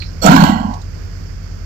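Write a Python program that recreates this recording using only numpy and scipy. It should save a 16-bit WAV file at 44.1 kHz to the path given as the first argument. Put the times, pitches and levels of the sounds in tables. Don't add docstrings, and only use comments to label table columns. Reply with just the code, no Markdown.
import sys
import numpy as np
from scipy import signal
from scipy.fft import rfft, irfft
from scipy.io import wavfile
from scipy.ndimage import uniform_filter1d

SR = 44100
rng = np.random.default_rng(int(sys.argv[2]) if len(sys.argv) > 2 else 0)


def unload_wav(signal):
    wavfile.write(
        sys.argv[1],
        SR,
        np.round(np.clip(np.atleast_2d(signal).T, -1, 1) * 32767).astype(np.int16),
    )


N = 72765
T = np.arange(N) / SR
HZ = np.fft.rfftfreq(N, 1 / SR)

# frequency in Hz, rms level in dB.
DRONE_LINES = [(41.2, -31), (49, -41), (82.3, -35.5), (92.7, -32.5), (161.5, -44)]
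# frequency in Hz, density in dB per Hz.
HISS_LEFT = [(20, -67), (60, -59), (120, -57.5), (165, -60.5), (250, -68), (400, -76.5), (800, -86),
             (1500, -89), (3700, -102), (5200, -106), (6800, -117), (9000, -111), (12500, -107),
             (15500, -120)]
HISS_RIGHT = [(20, -73), (60, -47), (120, -58), (165, -55), (250, -67), (400, -68.5), (850, -78.5),
              (1500, -74), (2400, -80), (4000, -89.5), (4500, -77.5), (5100, -76), (6000, -81.5),
              (7200, -86), (8500, -100), (9800, -114), (11000, -112), (12500, -96.5), (15500, -95.5)]
# frequency in Hz, correlation from 0 to 1.
EAR_LIKENESS = [(20, 1), (100, 0.76), (160, 0.18), (300, 0.084), (600, 0), (16000, 0)]
# start in seconds, level in dB, decay in seconds, centre in Hz, width in Hz.
RUSTLES = [(0.002, -26.5, 0.039, 4300, 386), (0.019, -30.5, 0.02, 4160, 700),
           (0.021, -26, 0.0086, 2400, 900), (0.05, -39.5, 0.12, 5200, 704), (0.739, -32, .007, 5000, 2200),
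           (0.817, -37, .005, 3900, 1200), (0.817, -37.5, 0.0058, 6900, 1200)]
# frequency in Hz, gain in dB.
LEFT_SHADE = [(60, 17.5), (200, -3.5), (400, -3.5), (780, -12.5), (1100, -13.5), (1600, -16.5),
              (2200, -17.5), (3200, -27.5), (4500, -40.5), (7500, -55), (15000, -60)]
# centre in Hz, width in Hz, level in dB.
NOSTRIL_MODES = [(531, 170, 3), (1390, 300, -1.5), (2320, 720, -35), (3360, 200, -9), (4420, 190, 1),
                 (5700, 250, -1), (7500, 640, -1.5), (13500, 2000, -9.5)]
# centre in seconds, level in dB, ring pitch in Hz, length in seconds.
THROBS = [(0.255, -1.5, 200, .022), (0.298, 3.5, 192, 0.015), (0.324, 3, 238.3, .016),
          (0.349, 5, 270.9, 0.0217), (0.374, -0.5, 253.8, 0.0088), (0.4, 2.5, 199.5, 0.0107),
          (0.428, 2.5, 193.9, 0.013), (0.446, 2, 222, 0.0089), (0.499, 1.5, 239, 0.0099),
          (0.53, -5.5, 216.4, 0.017), (0.561, -9, 225, 0.023), (0.611, -10, 230.7, 0.019),
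          (0.654, -8, 214, 0.017), (0.693, -12, 227.4, 0.015), (0.712, -15.5, 230, 0.01)]
# centre in seconds, boost in dB, length in seconds.
BLASTS = [(0.266, 5.5, 0.011), (0.322, 5, 0.0038), (0.365, 7.5, 0.0075), (0.44, 7.5, 0.0057),
          (0.499, 7, 0.0037), (0.576, 2, 0.0069)]
# time in seconds, factor on the throat and palate resonances.
MOUTH_OPENING = [(0.25, 0.85), (0.285, 0.97), (0.33, 0.98), (0.368, 1.03), (0.44, 0.995), (0.75, 1.01)]
# time in seconds, level in dB.
RATTLE_LEVEL = [(0.222, -36), (0.24, -17.5), (0.28, -10), (0.42, -12), (0.48, -18), (0.58, -27),
                (0.70, -31), (0.735, -40.5), (0.80, -47)]
RASP_LEVEL = [(0.226, -31), (0.246, -12.5), (0.262, -4.5), (0.30, -9), (0.365, -10.5), (0.44, -12),
              (0.52, -18.5), (0.60, -22.5), (0.70, -24.5), (0.755, -28.5), (0.82, -44.5)]
RING_LEVEL = [(0.24, -32), (0.28, -2), (0.30, -19.5), (0.335, -6), (0.352, -24.5), (0.378, -8),
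              (0.42, -16.5), (0.52, -26), (0.60, -32), (0.70, -39.5), (0.76, -59)]
AIR_LEVEL = [(0.222, -32.5), (0.255, -20.5), (0.32, -17.5), (0.37, -17.5), (0.44, -21), (0.49, -25.5),
             (0.55, -37.5), (0.61, -44), (0.76, -56)]
WHISTLE_LEVEL = [(0.36, -38), (0.45, -21), (0.55, -27), (0.68, -38.5), (0.76, -51)]
# centre in Hz, width in Hz, level in dB.
CHEST_MODES = [(167, 45.4, 3), (235, 83, -5.5), (288.7, 36.6, 5)]
THROAT_MODES = [(643, 420, -12.5), (781, 137, 2), (961, 138, -5), (1101.6, 97, -7)]
PALATE_MODES = [(1401, 106, -6), (1530, 127, -2.5), (1641, 43, -8)]
MUZZLE_MODES = [(2230, 520, -2), (2790, 320, -4), (3180, 350, -2), (3850, 540, -6), (4380, 240, 0),
                (5250, 440, -7.5), (6220, 800, -9), (7200, 890, -8), (8540, 640, -18), (12500, 1600, -15),
                (14300, 1400, -11.5)]
WHISTLE_MODES = [(1073, 170, 1), (1974, 130, -2.5), (2940, 240, -1), (3224, 120, -7), (4300, 260, -7),
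                 (7420, 266, -12)]

DRONE_WOBBLE, DRONE_WOBBLE_HZ = 0.0036, 3.45
SWELL_DB, SWELL_HZ = 0.7, 5.8
LEFT_LAG_S, GROUND_DB, GROUND_T60_S = 0.0004, -8, 0.091
SNORT_S, SNORT_RISE_S, SNORT_HOLD_S, SNORT_FALL_S, SNORT_DB = 0.2152, 0.018, 0.049, 0.003, -13
SPIT_S, SPIT_LENGTH_S, SPIT_HZ, SPIT_WIDTH_HZ, SPIT_DB = 0.263, 0.003, 7050, 610, -4.5
FLAPS_PER_S, FLAP_JITTER, FLAP_DECAY_S, FLAP_FLOOR = 85, 0.45, 0.0061, 0.53
THROB_PUFF, PUFF_LEAD_S, THROB_SAG = 0.27, 0.0074, 0.06
FIRMNESS = 0.4
FULL_SCALE, EDGE_HZ = 1.0, 15600


def amp(db):
    return 10 ** (np.asarray(db) / 20)


def unit(x):
    return x / np.sqrt(np.mean(abs(x) ** 2) + 1e-20)


def level(points):
    return amp(np.interp(T, *np.transpose(points), left=-120, right=-120))


def read(points):
    f_hz, value = np.transpose(points)
    return np.interp(np.log(HZ + 1), np.log(f_hz), value)


def bump(offset):
    return np.exp(-(2 * offset) ** 2)


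def wander(speed_hz):
    return unit(irfft(rfft(rng.standard_normal(N)) * np.exp(-(HZ / speed_hz) ** 2), N))


def resonate(x, hz, width_hz):
    turn = np.exp(2j * np.pi * np.cumsum(hz * np.ones(N)) / SR)
    r = np.exp(-np.pi * width_hz / SR)
    return turn * signal.lfilter([(1 - r) ** 2], [1, -2 * r, r * r], x / turn)


def cavity(x, modes, opening=1, firmness=0):
    z = 0
    for k, (hz, width_hz, db) in enumerate(modes):
        z = z + (-1) ** k * amp(db) * unit(resonate(x, hz * opening, width_hz))
    power = uniform_filter1d(abs(unit(z)) ** 2, size=200) + 0.05
    return unit(z.real / power ** (np.clip(firmness, 0, 1) / 2))


def drone():
    speed = 1 + DRONE_WOBBLE * wander(DRONE_WOBBLE_HZ)
    seconds = np.cumsum(speed) / SR
    return sum(amp(db) * np.sqrt(2) * np.sin(2 * np.pi * (hz * seconds + rng.random()))
               for hz, db in DRONE_LINES)


def hiss():
    a, b = rfft(rng.standard_normal((2, N))) * np.sqrt(SR / 2)
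    same = np.clip(read(EAR_LIKENESS), -1, 1)
    left = (same * a + np.sqrt(1 - same ** 2) * b) * amp(read(HISS_LEFT))
    right = a * amp(read(HISS_RIGHT))
    return irfft(np.array([left, right]), N) * amp(SWELL_DB * wander(SWELL_HZ))


def background():
    return drone() + hiss()


def straw():
    sound = np.zeros(N)
    for start_s, db, decay_s, hz, width_hz in RUSTLES:
        decay = (T > start_s) * np.exp(-abs(T - start_s) / decay_s)
        flicker = amp(1.7 * wander(120))
        band = unit(resonate(rng.standard_normal(N), hz, width_hz).real)
        sound += amp(db) * decay * flicker * band
    return sound


def snort():
    t = T - SNORT_S
    shape = np.clip(t / SNORT_RISE_S, 0, 1) * np.exp(-np.maximum(t - SNORT_HOLD_S, 0) / SNORT_FALL_S)
    turbulence = rng.standard_normal(N) * amp(2.0 * wander(240))
    jet = amp(SNORT_DB) * shape * cavity(turbulence, NOSTRIL_MODES)
    spit = unit(resonate(rng.standard_normal(N), SPIT_HZ, SPIT_WIDTH_HZ).real)
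    return jet + amp(SPIT_DB) * bump((T - SPIT_S) / SPIT_LENGTH_S) * spit


def flaps():
    turns = np.cumsum(FLAPS_PER_S * np.exp(FLAP_JITTER * wander(60))) / SR
    slaps = np.diff(np.floor(turns), prepend=0) * rng.uniform(0.54, 1, N)
    puffs = signal.lfilter([1], [1, -np.exp(-1 / (FLAP_DECAY_S * SR))], slaps)
    return slaps, FLAP_FLOOR + puffs


def throbs():
    sound, push = np.zeros(N), np.zeros(N)
    for centre_s, db, hz, length_s in THROBS:
        u = (T - centre_s) / length_s
        turns = np.cumsum(hz * (1 - THROB_SAG * np.tanh(u))) / SR
        sound += amp(db) * bump(u) * np.sin(2 * np.pi * (turns + rng.random()))
        push += bump(u + PUFF_LEAD_S / length_s)
    return sound, push


def bellow():
    slaps, puffs = flaps()
    heavy, push = throbs()
    throat_air, palate_air, muzzle_air, nose_air = rng.standard_normal((4, N)) * puffs
    mouth = np.interp(T, *np.transpose(MOUTH_OPENING))
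    blast_db = sum(db * bump((T - centre_s) / length_s) for centre_s, db, length_s in BLASTS)
    surge = (1 + THROB_PUFF * push) * amp(blast_db)
    rattle = level(RATTLE_LEVEL) * cavity(slaps, CHEST_MODES, firmness=FIRMNESS)
    rasp = level(RASP_LEVEL) * cavity(unit(throat_air) + unit(slaps), THROAT_MODES, mouth, FIRMNESS)
    ring = level(RING_LEVEL) * cavity(unit(palate_air) + unit(slaps), PALATE_MODES, mouth, FIRMNESS)
    air = level(AIR_LEVEL) * cavity(muzzle_air, MUZZLE_MODES)
    whistle = level(WHISTLE_LEVEL) * cavity(nose_air, WHISTLE_MODES)
    return heavy + rattle + surge * (rasp + ring + air) + whistle


def place(x):
    scatter = rng.standard_normal((2, N)) * amp(-60 * T / GROUND_T60_S) * (T > 0.002)
    paths = 1 + amp(GROUND_DB) * rfft(scatter / np.linalg.norm(scatter[0]))
    paths[0] *= amp(read(LEFT_SHADE)) * np.exp(-2j * np.pi * HZ * LEFT_LAG_S)
    return irfft(rfft(x) * paths, N)


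def scene():
    return background() + place(straw() + snort() + bellow())


def record(dry):
    clipped = np.clip(dry, -FULL_SCALE, FULL_SCALE)
    lowpass = signal.firwin(511, EDGE_HZ, window=("kaiser", 9), fs=SR)
    return signal.oaconvolve(clipped, lowpass[None], "same", axes=1)


dry = scene()
out = record(dry)
unload_wav(out)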